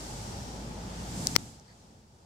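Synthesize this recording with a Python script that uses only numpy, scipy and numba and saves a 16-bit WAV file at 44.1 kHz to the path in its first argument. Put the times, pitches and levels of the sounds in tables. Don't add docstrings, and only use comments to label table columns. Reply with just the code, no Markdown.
import sys
import numpy as np
from scipy import signal
from scipy.fft import rfft, irfft
from scipy.io import wavfile
from scipy.ndimage import uniform_filter1d, minimum_filter1d
from numba import njit

SR = 44100
rng = np.random.default_rng(int(sys.argv[2]) if len(sys.argv) > 2 else 0)


def waveform_to_disk(signal):
    frames = np.transpose(np.atleast_2d(signal))
    scaled = np.clip(frames, -1, 1) * 32767
    samples = np.round(scaled).astype(np.int16)
    wavfile.write(sys.argv[1], SR, samples)


N = 99225

# t/s, rumble/dB, drone/dB, tyre roar/dB
TRAFFIC_LEVELS = [(0, -50.5, -45.5, -48.5), (.28, -43.5, -47, -47.5), (.5, -44, -47, -48),
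                  (.72, -53.5, -44.5, -48.5), (.9, -46.5, -48, -47.5), (1.1, -45, -40.5, -49),
                  (1.22, -45.5, -39, -45), (1.34, -48, -40.5, -50), (1.45, -49.5, -47, -57.5),
                  (1.65, -61, -61.5, -64), (1.92, -59, -60.5, -63), (2.08, -57.5, -62, -67.5),
                  (2.25, -61, -64.5, -63.5)]


def undb(db):
    return 10 ** (np.asarray(db) / 20)


def unit(x):
    return x / np.sqrt(np.mean(x ** 2))


def curve(rows, column=1):
    rows = np.array(rows)
    return np.interp(np.arange(N) / SR, rows[:, 0], rows[:, column])


def per_bin(points):
    hz, value = np.array(points).T
    return np.interp(np.log(np.fft.rfftfreq(N, 1 / SR) + 1), np.log(hz), value)


def drift(rate_hz):
    k = int(SR / rate_hz)
    steps = np.repeat(rng.standard_normal(N // k + 1), k)
    return unit(uniform_filter1d(uniform_filter1d(steps, k), k)[:N])


def wavering_sine(hz, wander, rate_hz):
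    phase = 2 * np.pi * np.cumsum(hz * (1 + wander * drift(rate_hz))) / SR
    return np.sin(phase)


def mode(hz, t60_s):
    t = np.arange(SR // 50) / SR
    return np.sin(2 * np.pi * hz * t) * np.exp(-np.log(1000) * t / t60_s)


def swell(start_s, length_s):
    progress = np.clip((np.arange(N) / SR - start_s) / length_s, 0, 1)
    return np.sqrt(np.abs(np.sin(np.pi * progress)))


def cut(x, hz, kind, order):
    return signal.sosfilt(signal.butter(order, min(hz, SR * .45), kind, fs=SR, output="sos"), x)


def diffuse_noise(spectrum):
    # f/Hz, correlation
    likeness = [(60, 0.94), (130, 0.98), (290, 0.9), (640, 0.39), (1350, -0.36), (2500, 0.033),
                (6800, 0.14), (15000, -0.85)]
    # f/Hz, left minus right/dB
    balance = [(100, 0), (1000, 1.1), (2400, 0.5), (4600, 5), (6200, 2.5), (8100, -11), (15000, 0.5)]
    mid, side = rfft(rng.standard_normal((2, N)))
    correlation = np.clip(per_bin(likeness), -1, 1)
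    sign = np.array([[1], [-1]])
    pair = np.sqrt(1 + correlation) * mid + sign * np.sqrt(1 - correlation) * side
    pair = irfft(pair * undb(per_bin(spectrum) + sign * per_bin(balance) / 2), N)
    return pair / np.std(pair.mean(axis=0))


def hiss():
    # f/Hz, relative level/dB
    wash_spectrum = [(700, -37.5), (1200, 6), (1800, 3), (2500, 0.5), (3300, 0.5), (4500, -7),
                     (8000, -54.5)]
    treble_spectrum = [(2000, -24.5), (3300, -4.5), (3950, -2), (4700, 2), (5800, 2), (6600, -1.5),
                       (8300, -14), (10000, -21), (15000, -27)]
    sheen_spectrum = [(4000, -35), (6000, -3.5), (7200, 3.5), (8600, -2.5), (9800, -6.5), (12000, -8),
                      (15000, -15), (16000, -26)]
    # t/s, level/dB
    wash_level = [(0, -56), (.4, -57), (.55, -58), (.85, -57.5), (.97, -55), (1.12, -55), (1.3, -53),
                  (1.43, -62.5), (1.6, -71), (1.9, -72.5), (2.1, -76.5), (2.25, -75.5)]
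    # t/s, treble/dB, sheen/dB
    high_levels = [(0, -51.5, -52.5), (.25, -52.5, -54), (.5, -54.5, -58.5), (.75, -57, -61),
                   (.92, -55.5, -59), (1.1, -52.5, -54), (1.22, -49.5, -47), (1.34, -48.5, -49),
                   (1.39, -56.5, -56), (1.52, -61, -62), (1.63, -68, -74), (1.82, -68, -71.5),
                   (2.05, -73, -77), (2.25, -72, -75)]
    treble = diffuse_noise(treble_spectrum) * undb(curve(high_levels, 1))
    sheen = diffuse_noise(sheen_spectrum) * undb(curve(high_levels, 2))
    wash = diffuse_noise(wash_spectrum) * undb(curve(wash_level))
    return wash + treble + sheen


def tyres():
    # f/Hz, relative level/dB
    spectrum = [(150, -14.5), (300, -0.5), (450, 0), (600, -1), (780, -.5), (865, 2.5), (950, -3.5),
                (1100, -8.5), (1500, -14.5), (2500, -65.5)]
    return diffuse_noise(spectrum) * undb(curve(TRAFFIC_LEVELS, 3) + 0.27 * drift(22))


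def engines(flutter_db=1.2):
    # f/Hz, relative level/dB
    rumble_spectrum = [(20, -30), (38, -8.5), (60, -5), (85, 2), (112, 2.5), (135, 0), (180, -11),
                       (300, -39.5)]
    drone_spectrum = [(80, -13), (130, -0.5), (175, 1), (215, 2), (290, -7), (400, -15), (700, -41)]
    rumble = diffuse_noise(rumble_spectrum) * undb(curve(TRAFFIC_LEVELS, 1) + flutter_db * drift(18))
    drone = diffuse_noise(drone_spectrum) * undb(curve(TRAFFIC_LEVELS, 2) + flutter_db * drift(18))
    return rumble + drone


def engine_hum(firing_hz=55.7, flutter_db=0.5):
    # t/s, level/dB
    level = [(0, -43), (.3, -45), (1, -42.5), (1.3, -42.5), (1.42, -71), (1.56, -63), (1.8, -65),
             (2.25, -73.5)]
    note = wavering_sine(firing_hz, wander=0.028, rate_hz=11)
    return note * undb(curve(level) + flutter_db * drift(16))


def traffic_resonances():
    # t/s, length/s, f/Hz, width/Hz, level/dB
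    resonances = [(0.46, 0.73, 179.4, 24, -47), (0.15, 0.5, 5600, 250, -60.5)]
    hz = np.fft.rfftfreq(N, 1 / SR) + 1
    out = np.zeros((2, N))
    for start_s, length_s, centre_hz, width_hz, db in resonances:
        band_db = -20 * np.log10(1 + ((hz - centre_hz) / width_hz) ** 2)
        out += diffuse_noise(np.column_stack([hz, band_db])) * undb(db) * swell(start_s, length_s)
    return out


def brush(level_db=-63.5, flutter_db=2.7):
    # f/Hz, width/Hz, relative level/dB
    rings = [(1900, 250, 0), (4380, 650, -9)]
    hz = np.fft.rfftfreq(N, 1 / SR)
    response = sum(undb(db) / (1 + 2j * (hz - centre_hz) / width_hz) for centre_hz, width_hz, db in rings)
    rub = unit(irfft(rfft(rng.standard_normal((2, N))) * response, N))
    return rub * undb(level_db + flutter_db * drift(120.6)) * swell(start_s=1.670, length_s=0.066)


def squeaks():
    # t/s, length/s, f/Hz, level/dB
    notes = [(1.677, .013, 4600, -64.5), (1.701, 0.009, 4560, -60.5), (1.714, .013, 4550, -66)]
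    out = np.zeros(N)
    for start_s, length_s, hz, db in notes:
        note = unit(wavering_sine(hz, wander=0.003, rate_hz=300))
        out += note * undb(db) * swell(start_s, length_s)
    return out


def scrape(response, level_db=-28):
    friction = unit(signal.fftconvolve(rng.standard_normal(N), response)[:N])
    return friction * undb(level_db) * swell(start_s=1.3515, length_s=0.017)


def finger_clicks():
    # f/Hz, t60/s, left/dB, right/dB
    casing_modes = [(4720, 0.0028, -6, -39), (5560, 0.0033, -0.5, -35.5), (6470, 0.0035, -22.5, -3.5),
                    (7290, 0.0038, -24.5, -8.5), (8700, 0.002, -22, -15.5), (9900, 0.001, -16, -17),
                    (13500, .002, -29, -26.5)]
    # f/Hz, t60/s, level/dB
    knock_modes = [(300, 0.0061, -7), (1330, 0.0049, -9.5), (2190, 0.005, -5), (3080, 0.003, -9)]
    # t/s, left gain/dB, right gain/dB, knock gain/dB, low-pass/Hz
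    clicks = [(1.2698, -17, -25, -20, 12000), (1.2709, -4, -7.5, -23, 14900), (1.3549, -16, -39, -2, 8100),
              (1.3628, 9.5, -34, -2.5, 5650), (1.598, -40, -37, -22, 9000)]
    tick = sum(undb([[left], [right]]) * mode(hz, t60_s) for hz, t60_s, left, right in casing_modes)
    tick = cut(tick, 3940, "high", order=9)
    knock = sum(undb(db) * mode(hz, t60_s) for hz, t60_s, db in knock_modes)
    knock = cut(knock, 128.9, "high", order=2)
    out = np.zeros((2, N))
    for start_s, left_db, right_db, knock_db, lowpass_hz in clicks:
        i = int(start_s * SR)
        click = cut(tick + undb(knock_db) * knock, lowpass_hz, "low", order=3)
        out[:, i:i + len(knock)] += undb([[left_db], [right_db]]) * click
    out[0] += scrape(tick[0] + undb(-4.0) * knock)
    return out


def scene():
    traffic = engines() + tyres() + hiss() + engine_hum() + traffic_resonances()
    return traffic + finger_clicks() + brush() + squeaks()


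@njit
def follow(x, attack_s, release_s):
    out, level = np.empty(len(x)), 0.
    for i in range(len(x)):
        level += (x[i] - level) / (SR * (attack_s if x[i] > level else release_s))
        out[i] = level
    return out


def record(dry):
    limit_db, lag_s, hold_s, top_hz = -8.5, 0.0011, 0.016, 15700
    level = follow(np.abs(dry).max(axis=0), attack_s=0.0005, release_s=0.003)
    hold = int(hold_s * SR)
    gain = minimum_filter1d(np.minimum(1, undb(limit_db) / (level + 1e-9)), hold)
    late_gain = np.interp(np.arange(N) - hold / 2 - lag_s * SR, np.arange(N), gain)
    lowpass = signal.ellip(8, .2, 70, top_hz, fs=SR, output="sos")
    return signal.sosfilt(lowpass, np.clip(dry * late_gain, -1, 1))


dry = scene()
out = record(dry)
waveform_to_disk(out)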